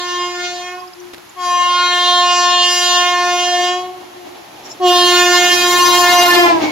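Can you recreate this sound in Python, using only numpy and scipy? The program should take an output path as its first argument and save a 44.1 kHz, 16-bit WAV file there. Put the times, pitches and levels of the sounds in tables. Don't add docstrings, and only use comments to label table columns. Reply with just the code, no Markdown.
import sys
import numpy as np
from scipy import signal
from scipy.fft import rfft, irfft, next_fast_len
from scipy.io import wavfile
from scipy.ndimage import uniform_filter1d, minimum_filter1d, map_coordinates

SR = 44100
rng = np.random.default_rng(int(sys.argv[2]) if len(sys.argv) > 2 else 0)


def unload_wav(signal):
    wavfile.write(
        sys.argv[1],
        SR,
        np.round(np.clip(np.atleast_2d(signal).T, -1, 1) * 32767).astype(np.int16),
    )


N = 295911

# opens_s, half_shut_s, slow_fading_db, fast_shimmer_db
BLASTS = [(-.5, .755, 3.5, -5), (1.35, 3.775, -1, -8), (4.795, 7.5, 0, -7)]
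SOUND_SPEED = 343
HORN_HZ = 321.38
SPEED, PASSING, TRACK_M = 33, 6.605, 4.2


def horn(dispersion=.085, low_fading=0.2, low_shimmer=0.33, shimmer_rate=45, trim_db=0.84, size=64):
    # time_s, first_db, second_db, third_db
    tone = [
        [(0.03, -32, -34.5, -28), (0.22, -29.5, -37, -23.5), (0.478, -31.5, -30, -43.5), (0.6, -36, -30, -36)],
        [(1.44, -34.5, -26.5, -19.5), (1.55, -38.5, -24, -16), (1.87, -31, -32.5, -16), (1.92, -30, -25.5, -19),
         (2.23, -31.5, -19.5, -15), (2.58, -30, -22.5, -17.5), (2.77, -31, -28.5, -27),
         (2.98, -29.5, -20.5, -18), (3.17, -28, -21.5, -18.5), (3.52, -26.5, -17, -31),
         (3.72, -24.5, -19.5, -24.5)],
        [(4.86, -12, -9.5, -14.5), (4.954, -19, -17.5, -16), (5.072, -19.5, -19, -20),
         (5.276, -21, -20.5, -18.5), (5.302, -19, -19, -31), (5.354, -20, -24.5, -14.5),
         (5.424, -21.5, -17.5, -42), (5.532, -19.5, -24, -20), (5.572, -20.5, -22, -30),
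         (5.828, -21, -28.5, -13), (6.146, -23, -12.5, -17.5), (6.28, -21.5, -15.5, -13),
         (6.31, -22, -38, -6.5), (6.366, -8, -7.5, -16), (6.42, -10.5, -11.5, -10)],
    ]
    # time_s, body_db, blare_db, bite_db, sizzle_db
    brass = [
        [(0.03, -33.5, -25.5, -32.5, -52.5), (0.386, -27.5, -33, -35, -64), (0.448, -27, -23.5, -30, -64),
         (0.58, -33, -35, -38, -66)],
        [(1.46, -31.5, -31, -31.5, -45.5), (1.83, -21, -16.5, -31, -46), (2.1, -27, -14, -29, -42.5),
         (2.37, -20.5, -21, -21.5, -44.5), (2.6, -25.5, -14.5, -28, -47.5), (2.73, -28.5, -18.5, -18.5, -34.5),
         (2.95, -25, -15, -21.5, -38.5), (3.15, -21, -23.5, -30, -45), (3.62, -25.5, -23.5, -26.5, -46.5)],
        [(4.92, -28, -16.5, -24, -34.5), (5.184, -19, -14, -22, -32.5), (5.28, -15.5, -17, -21, -35),
         (6.004, -21.5, -18, -22, -28), (6.062, -14, -14, -22, -30), (6.212, -18, -19, -20, -28.5),
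         (6.31, -14, -20, -34, -32), (6.38, -11, -16, -41, -32)],
    ]
    registers = [0, 1, 2, 3, 7, 12, 22, 44]
    # multiple, level_db
    overtones = [(1, -11), (2, -4), (3, 0), (4, -10.5), (5, -6), (6, -10), (7, -11), (8, -3), (9, -3.7),
                 (10, -8), (11, -8.5), (12, -9), (13, -14), (14, -11), (15, -13.5), (16, -15.5), (17, -9),
                 (18, -16), (19, -13.5), (20, -11), (21, -20), (22, -29), (25, -26), (27, -28), (30, -21),
                 (33, -23), (38, -24), (44, -26)]
    # frequency_hz, unlikeness
    apart = [(350, .22), (700, .14), (1000, .25), (3000, .47), (7000, .85), (12000, 1.2)]
    absorption = .08
    fade_rate, near_fade_rate = 8, 12.07
    wake_m = 41
    lead_s, swing_s = 3.5e-5, 6e-4

    t = clock()
    slow = t[::size]
    distance, angle = approach(slow)
    cycle = np.exp(2j * np.pi * np.cumsum(horn_pitch(t)) / SR).astype(np.complex64)
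    fade, shimmer = (amp(per_blast(db, slow)) for db in np.transpose(BLASTS)[2:])
    shimmer = shimmer * np.hypot(1, wake_m / distance)
    progress = np.cumsum(fade_rate + near_fade_rate * 10 / distance) * size / SR
    lead = lead_s - swing_s * np.sin(np.minimum(angle, np.pi / 2)) ** 2
    level_db = per_blast([curves(low, slow) + curves(high, slow) for low, high in zip(tone, brass)], slow)
    levels = amp(trim_db + level_db)

    multiples = np.arange(registers[-1]) + 1
    partial_hz = multiples * HORN_HZ / (1 - SPEED / SOUND_SPEED)
    loss_db = absorption * np.outer((partial_hz / 10000) ** 2, distance)
    shape = amp(np.interp(multiples, *np.transpose(overtones))[:, None] - loss_db)
    ports = np.array([[-1], [1]])

    def side_path(pace, share, hz):
        common = share * wander(pace)
        return common + along(apart, hz) * ports * wander(pace)

    out = np.zeros((2, N))
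    wave = np.ones(N, np.complex64)
    for lo, hi, level in zip(registers, registers[1:], levels):
        fades, shimmers = (low_fading, low_shimmer) if hi - lo == 1 else (1, 1)
        path_power = 1 + (fade * fades) ** 2 + (shimmer * shimmers) ** 2
        total = np.linalg.norm(shape[lo:hi], axis=0) * np.sqrt(path_power / 2)
        for k in range(lo, hi):
            wave = wave * cycle
            slow_path = side_path(progress, fades, partial_hz[k])
            fast_path = side_path(slow * shimmer_rate, shimmers, partial_hz[k])
            paths = 1 + fade * slow_path + shimmer * fast_path
            phase = dispersion * k * k + np.pi * partial_hz[k] * lead * ports
            strength = level * voicing(slow, k + 1) * shape[k] / total
            for ear, gain in zip(out, strength * paths * np.exp(1j * phase)):
                ear += (np.interp(t, slow, gain) * wave).real
    return out


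def approach(t):
    ahead = SPEED * (PASSING - t)
    return np.hypot(ahead, TRACK_M), np.arctan2(TRACK_M, ahead)


def pressure(t):
    attack_s, release_s = .04, .072
    rise = lambda start: (1 - np.exp(-np.abs(t - start) / attack_s)) ** 2
    ebb = lambda end: 1 + np.exp((t - end) / release_s)
    return per_blast([rise(start) / ebb(end) for start, end, *_ in BLASTS], t)


def horn_pitch(t):
    sharp = .033
    own_hz = HORN_HZ * (1 + sharp * (1 - pressure(t)))
    return own_hz / (1 - SPEED / SOUND_SPEED * np.cos(approach(t)[1]))


def voicing(t, order):
    full_voice = 0.85
    brassy, brassy_slope = 0.63, 0.44
    beam_deg, off_beam_db, beam_slope = 33.5, 0.16, 0.59
    drive = np.minimum(pressure(t) / full_voice, 1)
    off_beam = np.maximum(np.degrees(approach(t)[1]) - beam_deg, 0)
    return drive ** (brassy * order ** brassy_slope) * amp(-off_beam_db * order ** beam_slope * off_beam)


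def undertone(level_db=-41.5):
    t = clock()
    wave = np.cos(np.pi * np.cumsum(horn_pitch(t)) / SR)
    return amp(level_db) * 10 / np.hypot(approach(t)[0], 10) * voicing(t, order=2) * wave


def horn_grain(pulsing=0.071, count=12):
    # frequency_hz, density_db_per_hz
    rasp_colour = [(400, -16), (1000, 6.5), (2000, 1), (3300, 1), (5000, 2), (7000, -8), (8000, -9),
                   (12000, -56)]
    # frequency_hz, density_db_per_hz
    hiss_colour = [(5000, -33), (8500, -11), (10500, 0), (12500, 2.5), (14000, 3), (16000, -24)]
    rasp_db, hiss_db, hiss_loss_db = -11, -20.5, 0.3
    kept = .86
    t = clock()
    distance, pitch = approach(t)[0], horn_pitch(t)
    period = np.round(SR / pitch).astype(int)

    def comb(x):
        return unit(sum(kept ** repeat * x[:, np.arange(N) - repeat * period] for repeat in range(count)))

    pulse = unit(1 + pulsing * np.cos(2 * np.pi * np.cumsum(pitch) / SR))
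    flicker = wander(t * 16).real
    rasp = amp(rasp_db + 2.5 * flicker) * voicing(t, order=12) * comb(rush(rasp_colour))
    hiss_gain = amp(hiss_db - hiss_loss_db * distance + 1.1 * flicker)
    hiss = hiss_gain * voicing(t, order=32) * comb(rush(hiss_colour))
    return pulse * 10 / np.hypot(distance, 10) * (rasp + hiss)


def mast_echoes(x, glint_db=4):
    # passing_s, offset_from_track_m, echo_db
    masts = [(.1, 7, -34), (1.8, 9, -39), (3.15, 5, -35), (3.55, 6, -31), (5.3, 8, -30), (5.9, 6, -29),
             (6.15, 4, -24)]
    colour = [(300, -34), (700, -6), (1000, 14.5), (2000, -17.5), (5000, 19), (10000, -24)]  # (Hz, dB)
    t = clock()
    engine = SPEED * (PASSING - t)
    coloured = filtered(x.mean(0), lambda hz: amp(along(colour, hz)))
    out = np.zeros((2, N))
    for s, offset, db in masts:
        place = SPEED * (PASSING - s)
        leg = np.hypot(engine - place, offset)
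        delay = (leg + np.hypot(place, offset) - np.abs(engine)) / SOUND_SPEED
        glint = np.array([np.interp(t, t[::256], wander(t[::256] * 30).real) for ear in out])
        out += amp(db + glint_db * glint) * offset / leg * np.interp(t - delay, t, coloured, left=0)
    return out


def station(x):
    # frequency_hz, t60_s
    reverberation = [(300, 5.2), (1000, 5.9), (3000, 4.2), (10000, 0.051)]
    # frequency_hz, level_db
    wet = [(350, -18), (700, -26), (1100, -25), (1500, -30), (3000, -30)]
    hz, t, z = signal.stft(rng.standard_normal((2, SR)), SR, nperseg=256)
    decay = amp(-60 * t / along(reverberation, hz)[:, None])
    tail = signal.istft(z * decay, SR, nperseg=256)[1]
    answer = signal.fftconvolve(x.mean(0)[None], tail / np.linalg.norm(tail[0]), axes=1)[:, :N]
    return filtered(answer, lambda hz: amp(along(wet, hz)))


def lingering_partials():
    # centre_s, half_length_s, pitch_hz, level_db
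    lingering = [(.8, .08, 1070, -33), (1.04, 0.11, 355, -35), (4.32, 0.096, 353.6, -40)]
    return swells(lingering, width=0.0301)


def train(jolt_db=3.2):
    # frequency_hz, density_db_per_hz
    bass_colour = [(15, -40), (30, -10), (45, -11), (70, -0.5), (120, 0), (230, 0), (350, -46), (700, -21)]
    # frequency_hz, density_db_per_hz
    wheel_colour = [(30, -44), (90, -11), (200, -9), (300, 6.5), (500, -3.5), (800, 6.5), (1100, -2.5),
                    (1400, -11), (2300, -7), (4000, -10), (7000, -18), (8500, -50), (12000, -37),
                    (16000, -51)]
    far_rumble_db, rumble_db, roll_db = -57.5, -34.5, -19.5
    roll_fall_db, body_m, wheels_m = 24, 16, 10.1
    t = clock()
    fall_db = lambda spread: roll_fall_db * np.log10(np.hypot(approach(t)[0], spread) / 10)
    low = np.hypot(amp(far_rumble_db), amp(rumble_db - fall_db(body_m)))
    rumble = low * amp(2.5 * wander(t * 14).real) * rush(bass_colour)
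    jolts = jolt_db * wander(t * 22).real
    return rumble + amp(roll_db - fall_db(wheels_m) + jolts) * rush(wheel_colour)


def motor_whines():
    # centre_s, half_length_s, pitch_hz, level_db
    whines = [(6.48, 0.0703, 830, -26), (6.68, .05, 2216, -23)]
    return swells(whines, width=0.07)


def chirps():
    # centre_s, half_length_s, pitch_hz, level_db
    chirp_rows = [(.805, 0.0068, 5000, -36), (.88, .0057, 4970, -39.5), (.937, .0042, 5000, -37),
                  (1.005, 0.0065, 6100, -40), (1.298, .0055, 6900, -41), (4.66, 0.016, 5540, -37),
                  (4.66, .012, 7000, -41), (4.715, 0.018, 5470, -33.5), (4.715, 0.021, 7000, -37)]
    return swells(chirp_rows, width=0.15)


def clicks(decay=0.0036, click_db=-14):
    # start_s, level_db
    onsets = [(1.134, -15.5), (1.137, -16.5), (1.141, -28), (1.145, -16.5), (1.181, -17.5)]
    # frequency_hz, density_db_per_hz
    click_colour = [(60, -17), (300, 4), (1000, -2), (4500, -6.5), (8500, -19), (13000, -16), (16000, -23)]
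    t = clock()
    bursts = sum(amp(db + click_db) * (t >= s) * np.exp(-np.abs(t - s) / decay) for s, db in onsets)
    return bursts * rush(click_colour)


def breeze():
    # frequency_hz, density_db_per_hz
    breeze_colour = [(200, -17), (1000, 6), (3000, 0.5), (7000, -5), (8500, -21), (11000, -4.5),
                     (12500, -9), (15000, -29)]
    return amp(-43.0) * rush(breeze_colour)


def lull(t):
    centre_s, half_length_s, depth_db = 2.825, 0.11, -7
    return amp(depth_db * np.exp(-((t - centre_s) / half_length_s) ** 4))


def swells(rows, width):
    t, out = clock(), np.zeros((2, N))
    for s, length, hz, db in rows:
        near = np.abs(t - s) < 3 * length
        u = t[near] - s
        blur = np.array([wander((u + 3 * length) * hz * width) for ear in out])
        tone = (blur * np.exp(2j * np.pi * hz * u)).real
        out[:, near] += amp(db) * np.sqrt(2) * np.exp(-(u / length) ** 2) * tone
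    return out


def rush(spectrum):
    # frequency_hz, correlation
    likeness = [(50, 0.33), (150, 0.85), (300, 1), (700, 0.44), (2000, 0.12), (8000, 0.37)]

    def response(hz):
        turn = np.arccos(np.clip(along(likeness, hz), -1, 1)) / 2
        return amp(along(spectrum, hz)) * [np.cos(turn), np.sin(turn)]

    mid, side = filtered(rng.standard_normal((2, N)), response)
    return unit(np.array([mid + side, mid - side]))


def wander(progress, size=1200):
    re, im = (map_coordinates(k, [progress], mode="mirror") for k in rng.standard_normal((2, size)))
    return (re + 1j * im) / np.sqrt(2)


def filtered(x, response):
    m = next_fast_len(N + SR // 4)
    return irfft(rfft(x, m) * response(np.fft.rfftfreq(m, 1 / SR)), m)[..., :N]


def per_blast(values, t):
    return np.choose(sum((t >= row[0]).astype(int) for row in BLASTS[1:]), values)


def curves(rows, t):
    s, *cols = np.transpose(rows)
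    return [np.interp(t, s, c) for c in cols]


def along(points, hz):
    f, v = np.transpose(points)
    return np.interp(np.log(hz + 1), np.log(f + 1), v)


def amp(db):
    return 10 ** (np.asarray(db) / 20)


def unit(x):
    return x / np.sqrt(np.mean(np.abs(x) ** 2) + 1e-20)


def clock():
    return np.arange(N) / SR


def scene():
    blast = horn()
    tail = station(blast) + lingering_partials()
    noise = mast_echoes(blast) + horn_grain() + train() + breeze()
    small = motor_whines() + chirps() + clicks()
    return blast + undertone() + tail + lull(clock()) * noise + small


def record(dry, size=220):
    # frequency_hz, left_minus_right_db
    lean = [(100, 0.5), (380, 0), (700, 0), (1200, 0), (2400, -2), (4400, -1.9), (8000, 1), (14000, 2)]
    top_hz = 15850
    x = filtered(dry, lambda hz: amp(along(lean, hz) * np.array([[.5], [-.5]])))
    needed = 1 / np.maximum(np.abs(x), 1)
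    x = x * uniform_filter1d(minimum_filter1d(needed, 2 * size), size)
    return filtered(x, lambda hz: hz < top_hz)


dry = scene()
out = record(dry)
unload_wav(out)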